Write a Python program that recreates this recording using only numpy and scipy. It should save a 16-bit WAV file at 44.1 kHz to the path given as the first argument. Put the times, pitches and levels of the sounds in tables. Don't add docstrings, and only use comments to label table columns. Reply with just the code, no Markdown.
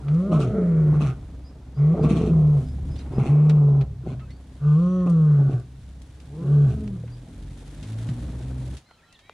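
import sys
import numpy as np
from scipy import signal
from scipy.fft import rfft, irfft, next_fast_len
from scipy.io import wavfile
from scipy.ndimage import uniform_filter1d, map_coordinates

SR = 44100
rng = np.random.default_rng(int(sys.argv[2]) if len(sys.argv) > 2 else 0)


def master(y):
    cut = np.clip(np.atleast_2d(y).T, -1, 1)
    pcm = np.round(cut * 32767)
    wavfile.write(sys.argv[1], SR, pcm.astype(np.int16))


N = 411453

# frequency_hz, likeness (-1 to 1)
STEREO_LIKENESS = [(60, 1), (250, 0.97), (640, .91), (1400, 0.78), (3100, 0.45), (6500, 0.4), (11000, -0.5)]
# frequency_hz, density_db (per Hz)
STILL_AIR = [(15, -29.5), (30, -3), (70, -2.5), (170, -7.5), (400, -15.5), (750, -16), (1500, -21),
             (2800, -24), (3800, -24), (5400, -27), (10500, -33.5), (12500, -37), (15000, -43)]
# frequency_hz, t60_s
BUSH_DECAY = [(100, 0.68), (500, 0.3), (2000, 0.19), (10000, 0.11)]
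# frequency_hz, level_db
SCATTER = [(170, -24), (340, -12)]

# time_s, firings_per_s
FIRING = [(0, 32.5), (2.1, 32.5), (2.45, 36.5), (3.1, 35), (3.9, 32.5), (6.1, 32.3), (6.85, 38.5),
          (7.05, 39.3), (7.7, 48), (8.05, 58), (8.55, 64.5)]
# time_s, level_db
ENGINE_LOAD = [(0, -39.5), (1.0, -33.5), (1.65, -41), (2.1, -30.5), (2.95, -28), (3.3, -36), (4.4, -41),
               (5.55, -42), (6.45, -41.5), (6.73, -27.5), (7.02, -44.5), (7.5, -38), (8.0, -40), (8.3, -30),
               (8.7, -34)]
# frequency_hz, level_db
COMBUSTION = [(20, -39), (31, -19.5), (43, -3), (62, 1), (90, -3), (135, -3.5), (200, -11), (270, -24),
              (350, -23.5), (600, -37.5), (2000, -67.5)]
# frequency_hz, level_db
CABIN = [(20, -35), (33, -13.5), (42, -3), (48, 9), (56, -11), (66, 13), (82, -10), (100, -13), (145, -6),
         (215, -19), (270, -10), (330, -30), (500, -41)]
# frequency_hz, level_db
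PANEL = [(80, -42.5), (104, -4.5), (118, 1.5), (130, -12), (155, -14), (200, -62)]
# start_s, length_s, level_db
BOOMS = [(2.542, 0.78, -62), (3.76, 0.61, -36), (6.647, 0.69, -35), (7.773, 0.48, -29.5),
         (8.284, 0.56, -35)]
PANEL_HUM_DB = -57.5
FADE_S, FADE_DB_PER_S = 8.75, 307

# time_s, rolling_db, sand_db
GROUND = [(0, -50, -67.5), (1.2, -53, -70), (1.6, -56.5, -81.5), (2.6, -57.5, -63), (3.3, -41.5, -65),
          (3.9, -60.5, -79.5), (4.4, -58.5, -70), (5.7, -65, -69.5), (6.6, -52.5, -62.5), (7.1, -57.5, -67),
          (7.7, -54, -57.5), (8.1, -47, -53.5), (8.4, -48, -58.5), (8.67, -51, -56)]
# frequency_hz, density_db (per Hz)
ROLLING = [(150, -38.5), (220, 2.5), (280, 5.5), (345, -5), (450, -7), (700, -11), (1100, -18),
           (1700, -26.5), (2500, -30), (4000, -67.5)]
# frequency_hz, density_db (per Hz)
SAND = [(800, -25), (1500, 0.5), (2500, -4), (3600, -1.5), (5000, -7.5), (6600, -7), (10000, -6),
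        (11000, -8), (12200, -23.5), (15000, -44.5)]
JUDDER_HZ, JUDDER_DB = 18, 3

# start_s, level_db, brightness_db_per_octave, t60_s
RATTLES = [(0.083, -36, -7, .09), (0.1442, -49.5, 3.5, 0.066), (2.958, -45.5, 2, 0.14),
           (2.9901, -44.5, 2, 0.2), (3.496, -26, -1.5, .07), (3.811, -33, -3, 0.07),
           (4.195, -44.5, -4.5, 0.14), (4.305, -47.5, 1, 0.09), (5.531, -41.5, -3.5, .05),
           (5.598, -59.5, 10, 0.038), (5.877, -58, -2.5, 0.049), (5.0971, -57, 12.5, 0.07),
           (6.0193, -58, 11, 0.047), (6.2015, -47, 4.5, 0.043), (6.877, -36.5, -0.5, 0.027),
           (7.0773, -45, -5.5, 0.12), (7.8283, -41.5, 3.5, 0.17), (8.088, -36.5, -1.5, .1),
           (8.7685, -44, 5.5, 0.14), (8.9105, -44.5, -7.5, 0.041), (9.126, -48.5, 6, 0.046),
           (9.1907, -46, 0.5, 0.099), (9.296, -35, -8.5, 0.015)]
# frequency_hz, gain_db
FITTINGS = [(300, -35), (700, 4.5), (1400, 5.5), (2400, 7.5), (4000, 4), (6500, -4), (10000, -9.5),
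            (13000, -33)]
# start_s, level_db, pitch_hz, t60_s
BUMPS = [(1.941, -16, 573.4, 0.052), (4.037, -27, 335, 0.048), (5.533, -31, 610, 0.047),
         (7.037, -22.5, 495, 0.027), (7.265, -40, 656, 0.049), (8.09, -11.5, 135, 0.12),
         (8.909, -34, 468, 0.015), (9.297, -27, 447, 0.017)]
# start_s, length_s, start_hz, end_hz, peak_db
SQUEAKS = [(2.957, .016, 3466, 3670, -55), (2.978, 0.017, 4590, 4980, -51.5),
           (2.984, 0.012, 5980, 5840, -54.5), (2.989, .018, 3725, 3820, -54),
           (3.005, 0.021, 4180, 3820, -53), (4.082, 0.029, 2126, 2220, -59), (4.2, .048, 1272, 1296, -51),
           (4.191, 0.096, 2740, 2500, -65), (4.273, 0.032, 1516, 1680, -61),
           (4.295, .03, 1986, 2086, -55.5), (4.304, 0.035, 4340, 4440, -58),
           (4.335, 0.055, 4560, 4590, -67)]
SQUEAK_FLUTTER, WHISTLE_FLUTTER = .25, .45

# fundamental_db, throat_db, open_mouth_db, lips_db, sheen_db
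MOANS = [(0.005, 1.164, 0.15, .09, -16.5, -36.5, -55, -57, -66.5),
         (1.755, 2.658, 0.059, .08, -15.5, -33.5, -51.5, -60.5, -64),
         (3.111, 3.857, 0.12, 0.047, -14.5, -31, -49.5, -61, -67.5),
         (4.014, 4.16, 0.12, 0.031, -20.5, -34.5, -52.5, -62, -64),
         (4.592, 5.631, 0.095, 0.094, -15, -36.5, -48.5, -58, -64.5),
         (6.385, 6.758, 0.22, 0.13, -12.5, -34.5, -53.5, -57.5, -60)]
# time_s, pitch_hz, roughness (0-1, before tears)
VOICE = [ (0.04, 139, .4), (0.12, 149, .35), (0.2, 179, .2), (0.28, 204, .2), (0.4, 219, .6),
         (0.52, 212, .55), (0.6, 183, .4), (0.72, 164, .4), (0.88, 150, .45), (1.03, 150, .6),
         (1.07, 134, .7), (1.14, 127, .8), (1.77, 137, .6), (1.87, 152, .5), (1.95, 172, .4),
         (2.03, 151, .7), (2.31, 165, .7), (2.42, 152, .6), (2.55, 146, .6), (2.63, 131, .7),
         (3.16, 131, .7), (3.28, 135, .7), (3.32, 146, .55), (3.5, 153, .55), (3.68, 142, .5),
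         (3.78, 141, .5), (3.85, 131, .7), (4.04, 124, .9), (4.12, 134, .9), (4.19, 119, .9),
         (4.62, 143, .5), (4.67, 148, .06), (4.745, 151, .04), (4.82, 175, .08), (4.87, 180, .02),
         (4.95, 184, .01), (5.05, 179, .03), (5.156, 163, .2), (5.25, 153, .17), (5.37, 143, .3),
         (5.42, 139, .65), (5.51, 137, .8), (5.6, 118, .8), (6.44, 137, .4), (6.53, 146, .28),
         (6.64, 143, .35), (6.7, 126, .6), (6.76, 116, .8)]
# multiple, level_db
OVERTONES = [(2, 10), (3, 15), (4, 0.5), (5, 7), (6, 22), (7, 18), (8, 9), (9, -28), (10, 3.5), (12, -21),
             (14, -22), (17, -6.5), (26, -19.5), (33, 1), (36, -11)]
# frequency_hz, level_db
THROAT = [(70, -32.5), (115, 5.5), (170, 15), (230, 6), (290, -3.5), (380, 8), (440, 0.5), (500, 0),
          (560, -1.5), (750, -8), (860, -28.5), (1100, -39.5), (1800, -82)]
# frequency_hz, level_db
GROWL = [(70, -22.5), (115, 6), (190, 17), (270, 7.5), (370, 7.5), (450, -5.5), (530, -9.5), (620, -4.5),
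         (700, -12.5), (800, -5), (900, -24), (1100, -41.5), (1800, -83)]
# frequency_hz, level_db
PHARYNX = [(300, -53), (480, -15.5), (600, 5.5), (750, -16), (1000, -33.5), (1400, -42.5)]
# frequency_hz, level_db
MOUTH = [(750, -26.5), (930, -13), (1040, 0.5), (1110, 26), (1190, 16.5), (1300, 14.5), (1420, 3.5),
         (1600, -5.5), (1850, -24), (2200, -44.5), (3200, -52)]
# frequency_hz, level_db
LIPS = [(1000, -38), (1250, -15.5), (1450, 7), (1570, -7), (1720, -20.5), (2100, -44.5)]
# frequency_hz, level_db
PALATE = [(1300, -36.5), (1650, -9.5), (1850, -4), (2050, -4), (2300, -6.5), (2550, -24), (3400, -47.5)]
# frequency_hz, level_db
SHEEN = [(1600, -30.5), (2000, -13.5), (2350, -5.5), (2650, 4), (2950, 0.5), (3300, 3.5), (3700, -2.5),
         (4250, 2), (4900, -17), (5500, -10.5), (6000, -4.5), (6700, -6), (9500, -13.5), (11300, -38)]
# frequency_hz, level_db
RASP = [(1400, -35), (1900, -11), (2200, -1), (2550, 6), (2950, 0), (3350, -2), (3750, -2.5), (4300, -4),
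        (4900, -16.5), (5500, -7), (6300, -8), (7200, -11), (8000, -10), (10000, -11.5), (11300, -36.5)]
# time_s, pharynx_hz, mouth_hz, palate_db
JAW = [(.12, 574, 1164, -62.5), (.35, 620, 1040, -71.5), (.58, 645, 1290, -59), (.78, 554, 1155, -59.5),
       (1.0, 770, 1125, -60), (1.12, 624, 1165, -57), (1.82, 678, 1110, -59.5), (1.98, 653, 1110, -63),
       (2.1, 736, 1127, -57.5), (2.5, 640, 990, -73), (3.2, 780, 1060, -52.5), (3.38, 752, 1086, -60),
       (3.7, 729, 1045, -78), (4.1, 642, 1033, -68), (4.65, 588, 1170, -76.5), (4.87, 556, 1087, -73),
       (5.03, 564, 1070, -62.5), (5.2, 553, 1140, -75), (5.35, 547, 1144, -62), (5.55, 614, 1105, -88),
       (6.55, 588.4, 1130, -80.5)]
# time_s, lips_hz, palate_hz
LIP_SHAPE = [(0.1, 1336, 2030), (1.1, 1434, 2050), (1.9, 1328, 2100), (2.5, 1300, 2160), (3.2, 1330, 2360),
             (3.8, 1340, 2420), (4.1, 1443, 2330), (4.7, 1430, 2410), (5.0, 1346, 1870), (5.5, 1475, 1860),
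             (6.6, 1520, 2260)]
# start_s, length_s, fundamental_loss_db, growl_db, open_mouth_db, rasp_db
TEARS = [(0.305, .07, -4.5, -30.5, -34, -49), (0.385, 0.059, 1, -28.5, -38.5, -43),
         (0.456, 0.043, 15, -32, -64, -57), (0.922, 0.041, 5.5, -32.5, -44, -60.5),
         (0.992, 0.062, 2.5, -26.5, -41, -44.5), (1.049, 0.054, 2, -43, -43.5, -47.5),
         (1.942, 0.075, 16.5, -32, -56.5, -76), (2.018, 0.045, 5.5, -23, -35, -46),
         (2.076, 0.059, 15, -23.5, -42.5, -43.5), (2.139, 0.061, 8.5, -29.5, -44, -45.5),
         (2.195, 0.041, 14, -27, -49.5, -47.5), (2.234, 0.067, 13, -28.5, -57, -52.5),
         (3.109, 0.049, 11.5, -38, -55, -67), (3.177, 0.039, -1, -24, -42, -53),
         (3.227, .07, 12, -32.5, -53.5, -50.5), (4.057, .08, 4, -37.5, -75, -61.5),
         (5.053, 0.03, -1, -34, -38, -58.5), (5.384, 0.036, -1, -34, -56.5, -71),
         (5.483, .06, 10, -36, -66, -61), (6.673, 0.06, -1.5, -44, -64, -57.5)]
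PHARYNX_REST_HZ, MOUTH_REST_HZ, LIPS_REST_HZ, PALATE_REST_HZ = 600, 1110, 1450, 2050
PHARYNX_DB = -22.5
CHEST_HZ, DETUNED_DB = 149.8, 60
THROAT_DB_PER_OCTAVE, MOUTH_DB_PER_OCTAVE = 15.5, 3.5
CLOSED_DB, OPENING_S = 5, 1
TIRING_DB_PER_S = 6.5
CLEAN_DB = 6
TORN_ROUGH = .72
TEAR_EDGE_S, TEAR_RISE_S = 0.01, 0.03
HEAL_S, GROWL_HEAL_S = 0.079, .045
JITTER, TORN_JITTER, LURCH_DB, GRAVEL_DB = .42, .22, 4.2, 2.6
RASP_PATCHY_DB, MOUTH_PATCHY_DB, GROWL_PATCHY_DB = 2, 2, 4
ALTERNATE_DB = 3.5

# time_s, pitch_hz, fundamental_db, throat_db
ANSWERS = [
    [(0.27, 175.3, -42, -44), (0.31, 175.7, -23.5, -29), (0.36, 154.6, -13.5, -46),
     (0.41, 140.7, -22.5, -27), (0.48, 119.2, -22, -41.5), (0.53, 111.6, -41, -54)],
    [(0.535, 227.5, -37.5, -28.5), (0.59, 214.7, -33, -26.5), (0.68, 204.5, -58, -36.5),
     (0.9, 175.4, -41, -34.5), (0.96, 170.7, -31.5, -45)],
    [(1.9, 187.7, -55.5, -44), (1.98, 215.3, -35.5, -32), (2.12, 228, -37.5, -30.5),
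     (2.3, 208.2, -42.5, -33), (2.42, 185.6, -50, -44), (2.5, 175, -56.5, -51)],
    [(6.27, 135.3, -49.5, -62.5), (6.34, 147, -37, -45.5), (6.42, 172.1, -32.5, -37.5),
     (6.58, 211.3, -47.5, -38), (6.83, 214.6, -33, -44.5), (6.97, 181.7, -33.5, -50.5),
     (7.03, 163, -59, -63)],
]
# frequency_hz, level_db
SECOND_THROAT = [(100, -18), (200, 5.5), (330, 1), (440, 0.5), (560, -15), (680, -14.5), (900, -25.5),
                 (1300, -31), (1700, -37), (2600, -67)]

# start_s, length_s, start_hz, level_hz, end_hz, peak_db
CHIRPS = [(1.441, 0.056, 4655, 4960, 5730, -58.5), (1.742, 0.056, 4390, 4900, 5560, -63.5),
          (2.003, 0.058, 4800, 4900, 5280, -61), (2.646, 0.081, 4950, 4980, 5280, -61.5),
          (2.894, 0.071, 4820, 5080, 5400, -59), (3.134, 0.046, 4820, 5040, 5200, -60),
          (7.115, 0.04, 4400, 4780, 5430, -58)]
CHIRP_RISE = 0.0053
# start_s, peak_db
ARCHES = [(8.84, -65), (9.02, -68), (9.2, -65)]
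ARCH_S, ARCH_HZ, ARCH_SINK = 0.13, (3880, 4200, 3810), 0.038
# start_s, length_s, start_hz, middle_hz, end_hz, peak_db
WHISTLES = [(8.855, 0.048, 2150, 2080, 1900, -67), (8.883, 0.05, 1584, 1400, 1310, -59.5),
            (8.922, 0.034, 3200, 3140, 2700, -65), (8.945, 0.22, 1300, 1365, 1400, -66),
            (8.977, 0.051, 3420, 3370, 3220, -73), (8.978, 0.037, 2686, 2487, 1885, -63),
            (9.019, 0.038, 1470, 1830, 1945, -58), (9.068, 0.046, 3390, 3150, 2970, -66),
            (9.106, 0.099, 2126, 1840, 1798, -63.5), (9.073, 0.095, 2605, 2630, 2730, -66),
            (9.116, 0.047, 2720, 2800, 3180, -63), (9.142, 0.029, 4580, 3610, 3320, -54),
            (9.175, 0.2, 3195, 3220, 3460, -69), (9.211, 0.15, 2130, 2346, 2476, -61),
            (9.206, 0.18, 1700, 2020, 2180, -63)]

LIMIT_DB, TOP_HZ = -14, 15800


def amp(db):
    return np.exp(np.asarray(db) * (np.log(10) / 20))


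def unit(x):
    return x / np.sqrt(np.mean(x ** 2) + 1e-20)


def steady(x):
    return x / np.sqrt(np.abs(uniform_filter1d(x ** 2, size=2200)) + 1e-12)


def along(points, hz):
    f, v = np.transpose(points)
    return np.interp(np.log(hz + 1), np.log(f + 1), v)


def curves(rows):
    s, *cols = np.transpose(rows)
    return [np.interp(np.arange(N) / SR, s, c) for c in cols]


def wobble(rate):
    at = np.linspace(0, N * rate / SR, N // 32)
    coarse = map_coordinates(rng.standard_normal(int(N * rate / SR) + 4), [at])
    return np.interp(np.arange(N), np.linspace(0, N, len(at)), coarse)


def filtered(x, response):
    m = next_fast_len(N + SR // 10, real=True)
    return irfft(rfft(x, m) * response(np.fft.rfftfreq(m, 1 / SR)), m)[..., :N]


def coloured(x, spectrum):
    return filtered(x, lambda hz: amp(along(spectrum, hz)))


def spread(pair):
    def mid_and_side(hz):
        turn = np.arccos(np.clip(along(STEREO_LIKENESS, hz), -1, 1)) / 2
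        return np.array([np.cos(turn), np.sin(turn)])

    mid, side = filtered(pair, mid_and_side)
    return np.array([mid + side, mid - side])


def rush(spectrum):
    return unit(coloured(spread(rng.standard_normal((2, N))), spectrum))


def swell(start, end, attack, release):
    out = np.zeros(N)
    i = np.arange(max(int(start * SR), 0), min(int(end * SR), N))
    u = np.clip(np.minimum((i / SR - start) / attack, (end - i / SR) / release), 0, 1)
    out[i] = u * u * (3 - 2 * u)
    return out


def fade():
    return amp(-FADE_DB_PER_S * np.maximum(np.arange(N) / SR - FADE_S, 0))


def engine():
    rate, = curves(FIRING)
    level_db, = curves(ENGINE_LOAD)
    phase = 2 * np.pi * np.cumsum(rate * (1 + 0.00805 * wobble(8.2))) / SR
    orders = 0
    for k in range(1, 11):
        orders = orders + amp(4.83 * wobble(11)) * np.sin(k * phase + rng.uniform(0, 2 * np.pi))
    firing_noise = spread(rng.standard_normal((2, N))) * (0.64 + np.cos(phase))
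    combustion = unit(coloured(firing_noise, COMBUSTION))
    body = amp(level_db + 1.5 * wobble(7)) * (.8 * steady(coloured(orders, CABIN)) + .55 * combustion)
    boom = amp(PANEL_HUM_DB)
    for s, length, db in BOOMS:
        boom = boom + amp(db) * swell(s, s + length, length / 2, length / 2)
    return fade() * (body + boom * steady(coloured(orders, PANEL)))


def sand_grains():
    flickering = rng.standard_normal((2, N)) * amp(1.8 * wobble(260))
    return unit(coloured(spread(flickering), SAND))


def tyres(grains):
    rolling_db, sand_db = curves(GROUND)
    sand = amp(sand_db + 1.2 * wobble(16) + 1.3 * wobble(70)) * grains
    judder_db = JUDDER_DB * np.sin(2 * np.pi * JUDDER_HZ * np.arange(N) / SR)
    rolling = amp(rolling_db + 3.5 + judder_db + 0.85 * wobble(21)) * rush(ROLLING)
    return fade() * (sand + rolling)


def open_country(grains):
    return amp(-60.0) * rush(STILL_AIR) + amp(-74.5) * grains


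def folds(pitch_hz, rough, jitter, flutter_db):
    phase = 2 * np.pi * np.cumsum(uniform_filter1d(pitch_hz, size=900)) / SR
    cycle = np.linspace(0, 2 * np.pi, 2048)
    pulse = unit(sum(amp(along(OVERTONES, k)) * np.cos(k * cycle) for k in range(2, 37)))
    buzz = np.interp((phase + jitter * rough * wobble(90)) % (2 * np.pi), cycle, pulse)
    uneven = amp(flutter_db * wobble(60) + 0.42 * rough * np.cos(phase / 2))
    opening = 1.5 + np.cos(phase)
    puffs = unit(rng.standard_normal((2, N)) * opening * uneven)
    source = np.sqrt(1 - rough) * buzz * uneven ** rough + np.sqrt(rough) * 2.3 * spread(puffs)
    return phase, source


def tract(x, spectrum, shift=1, patchy_db=0):
    hz, t, z = signal.stft(x.astype(np.float32), SR, nperseg=512)
    shift = np.broadcast_to(shift, N)[np.minimum((t * SR).astype(int), N - 1)]
    patches = uniform_filter1d(rng.standard_normal(z.shape[1:]), size=4, axis=0)
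    patches = unit(uniform_filter1d(patches, size=4, axis=1))
    gain = amp(along(spectrum, hz[:, None] / shift) + patchy_db * patches)
    return signal.istft(z * gain.astype(np.float32), SR, nperseg=512)[1][:, :N]


def moans():
    t, gains = np.arange(N) / SR, np.zeros((5, N))
    for start, end, attack, release, *levels_db in MOANS:
        span = slice(int(start * SR), int(end * SR))
        age = t[span] - start
        push = swell(start, end, attack, release)[span]
        narrow_db = CLOSED_DB * np.exp(-age / OPENING_S)
        throat = np.sqrt(push) * amp(-narrow_db)
        mouth = np.sqrt(push) * amp(-TIRING_DB_PER_S * age - narrow_db / 2)
        gains[:, span] += amp(levels_db)[:, None] * np.array([push, throat, mouth, np.cbrt(push), mouth])
    return gains


def tears():
    def envelopes(attack, release, extra):
        return np.array([swell(s, s + length + extra, attack, release) for s, length, *_ in TEARS])

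    _, _, loss_db, growl_db, mouth_db, rasp_db = np.transpose(TEARS)
    shapes = envelopes(TEAR_EDGE_S, TEAR_EDGE_S, 0)
    bursts = envelopes(TEAR_EDGE_S, GROWL_HEAL_S, GROWL_HEAL_S / 2) ** 2
    lingering = envelopes(TEAR_RISE_S, HEAL_S, HEAL_S / 2) ** 2
    powers = [amp(growl_db) ** 2 @ bursts, amp(mouth_db) ** 2 @ lingering, amp(rasp_db) ** 2 @ lingering]
    return np.minimum(shapes.sum(axis=0), 1), loss_db @ shapes, np.sqrt(powers)


def leading_lion():
    pitch_hz, rough = curves(VOICE)
    pharynx_hz, mouth_hz, palate_db = curves(JAW)
    lips_hz, palate_hz = curves(LIP_SHAPE)
    chest, throat, mouth, lips, sheen = moans()
    torn, loss_db, (growl, torn_mouth, rasp) = tears()
    rough = np.clip(np.maximum(rough, TORN_ROUGH * torn), 0, 1)
    phase, source = folds(pitch_hz, rough, JITTER, flutter_db=1.3)
    octaves = np.log2(pitch_hz / CHEST_HZ)
    lurch_db = (0.29 * rough + LURCH_DB * torn) * wobble(40)
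    chest = chest * amp(-DETUNED_DB * octaves ** 2 - loss_db + lurch_db)
    throat = throat * amp(THROAT_DB_PER_OCTAVE * octaves) * (1 - torn / 2)
    growl = growl * amp(GRAVEL_DB * wobble(55) + ALTERNATE_DB * np.cos(phase / 2))
    effort = amp(MOUTH_DB_PER_OCTAVE * octaves + CLEAN_DB * (1 - rough) ** 4)
    mouth = np.hypot(mouth * effort, torn_mouth)
    palate = amp(palate_db) * sum(swell(*times) for *times, _, _, _, _, _ in MOANS)
    return (chest * np.sqrt(2) * np.sin(phase + TORN_JITTER * torn * wobble(80))
            + throat * steady(coloured(source, THROAT))
            + growl * steady(tract(source, GROWL, patchy_db=GROWL_PATCHY_DB))
            + throat * amp(PHARYNX_DB) * steady(tract(source, PHARYNX, pharynx_hz / PHARYNX_REST_HZ))
            + mouth * steady(tract(source, MOUTH, mouth_hz / MOUTH_REST_HZ, MOUTH_PATCHY_DB))
            + lips * steady(tract(source, LIPS, lips_hz / LIPS_REST_HZ))
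            + palate * steady(tract(source, PALATE, palate_hz / PALATE_REST_HZ))
            + sheen * effort * steady(coloured(source, SHEEN))
            + rasp * steady(tract(source, RASP, patchy_db=RASP_PATCHY_DB)))


def bush(x):
    hz, t, z = signal.stft(rng.standard_normal((2, SR // 2)), SR, nperseg=256)
    decay = amp(-60 * t / along(BUSH_DECAY, hz)[:, None])
    tail = signal.istft(z * decay, SR, nperseg=256)[1]
    tail = tail / np.linalg.norm(tail[0])
    delayed = np.pad(x, (700, 0))
    return spread(signal.fftconvolve(delayed[None], tail, axes=1)[:, :N])


def rattles():
    out, t = np.zeros((2, N + SR)), np.arange(SR // 3) / SR
    octaves = np.log2(np.maximum(np.fft.rfftfreq(len(t), 1 / SR), 400) / 2000)
    for s, db, bright_db, t60 in RATTLES:
        tick = irfft(rfft(rng.standard_normal((2, len(t)))) * amp(bright_db * octaves), len(t))
        out[:, round(s * SR):][:, :len(t)] += amp(db - 5.5) * tick * amp(-60 * t / t60)
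    return coloured(spread(out[:, :N]), FITTINGS)


def bumps():
    out, t = np.zeros(N), np.arange(SR // 3) / SR
    for s, db, hz, t60 in BUMPS:
        partials = [(.72, 0.29), (1, 0.95), (1.23, .35)]
        ring = sum(np.sin(2 * np.pi * hz * ratio * t) * size for ratio, size in partials)
        thud = amp(db - 60 * t / t60) * (1 - np.exp(-t / 0.0048)) * ring
        out += np.pad(thud, (round(s * SR), N))[:N]
    return out


def phrases(tables):
    t = np.arange(N) / SR
    gate = sum(1. * (t > rows[0][0]) * (t < rows[-1][0]) for rows in tables)
    return [uniform_filter1d(gate, size=600)] + curves([row for rows in tables for row in rows])


def second_lion():
    gate, pitch_hz, chest_db, throat_db = phrases(ANSWERS)
    phase, source = folds(pitch_hz, rough=.27, jitter=1, flutter_db=1)
    chest = amp(chest_db) * np.sqrt(2) * np.sin(phase)
    throat = amp(throat_db) * steady(coloured(source, SECOND_THROAT))
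    return gate * (chest + throat)


def note(s, length, pitches_hz, db, flutter_rad=0):
    u = np.linspace(0, 1, int(length * SR))
    knots = np.linspace(0, 1, len(pitches_hz))
    hz = np.polyval(np.polyfit(knots, pitches_hz, len(pitches_hz) - 1), u)
    flutter = flutter_rad * unit(uniform_filter1d(rng.standard_normal(SR // 2), size=90))[:len(u)]
    tone = amp(db) * np.sqrt(np.abs(np.sin(np.pi * u))) * np.sin(2 * np.pi * np.cumsum(hz) / SR + flutter)
    return np.pad(tone, (round(s * SR), N))[:N]


def birds():
    song = np.zeros(N)
    for s, length, start_hz, hz, end_hz, db in CHIRPS:
        song += note(s, length, [start_hz, hz * (1 - CHIRP_RISE), hz * (1 + CHIRP_RISE), end_hz], db)
    for k, (s, db) in enumerate(ARCHES):
        song += note(s, ARCH_S, np.array(ARCH_HZ) * (1 - ARCH_SINK) ** k, db)
    for s, length, *glide_hz, db in WHISTLES:
        song += note(s, length, glide_hz, db, WHISTLE_FLUTTER)
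    return song


def squeaks():
    return sum(note(s, length, glide_hz, db, SQUEAK_FLUTTER) for s, length, *glide_hz, db in SQUEAKS)


def scene():
    lions = leading_lion() + second_lion()
    song = birds()
    scattered = bush(coloured(lions.mean(axis=0), SCATTER) + amp(-6.5) * song)
    grains = sand_grains()
    vehicle = engine() + tyres(grains) + rattles() + bumps() + squeaks()
    return lions + song + scattered + vehicle + open_country(grains)


def record(dry):
    loudness = np.sqrt(np.abs(uniform_filter1d(dry.mean(axis=0) ** 2, size=900)))
    gain = uniform_filter1d(np.minimum(1, amp(LIMIT_DB) / (loudness + 1e-9)), size=500)
    held = dry * gain
    rounded = held / (1 + np.abs(held / .45) ** 8) ** (1 / 8)
    return filtered(rounded, lambda hz: hz < TOP_HZ)


dry = scene()
out = record(dry)
master(out)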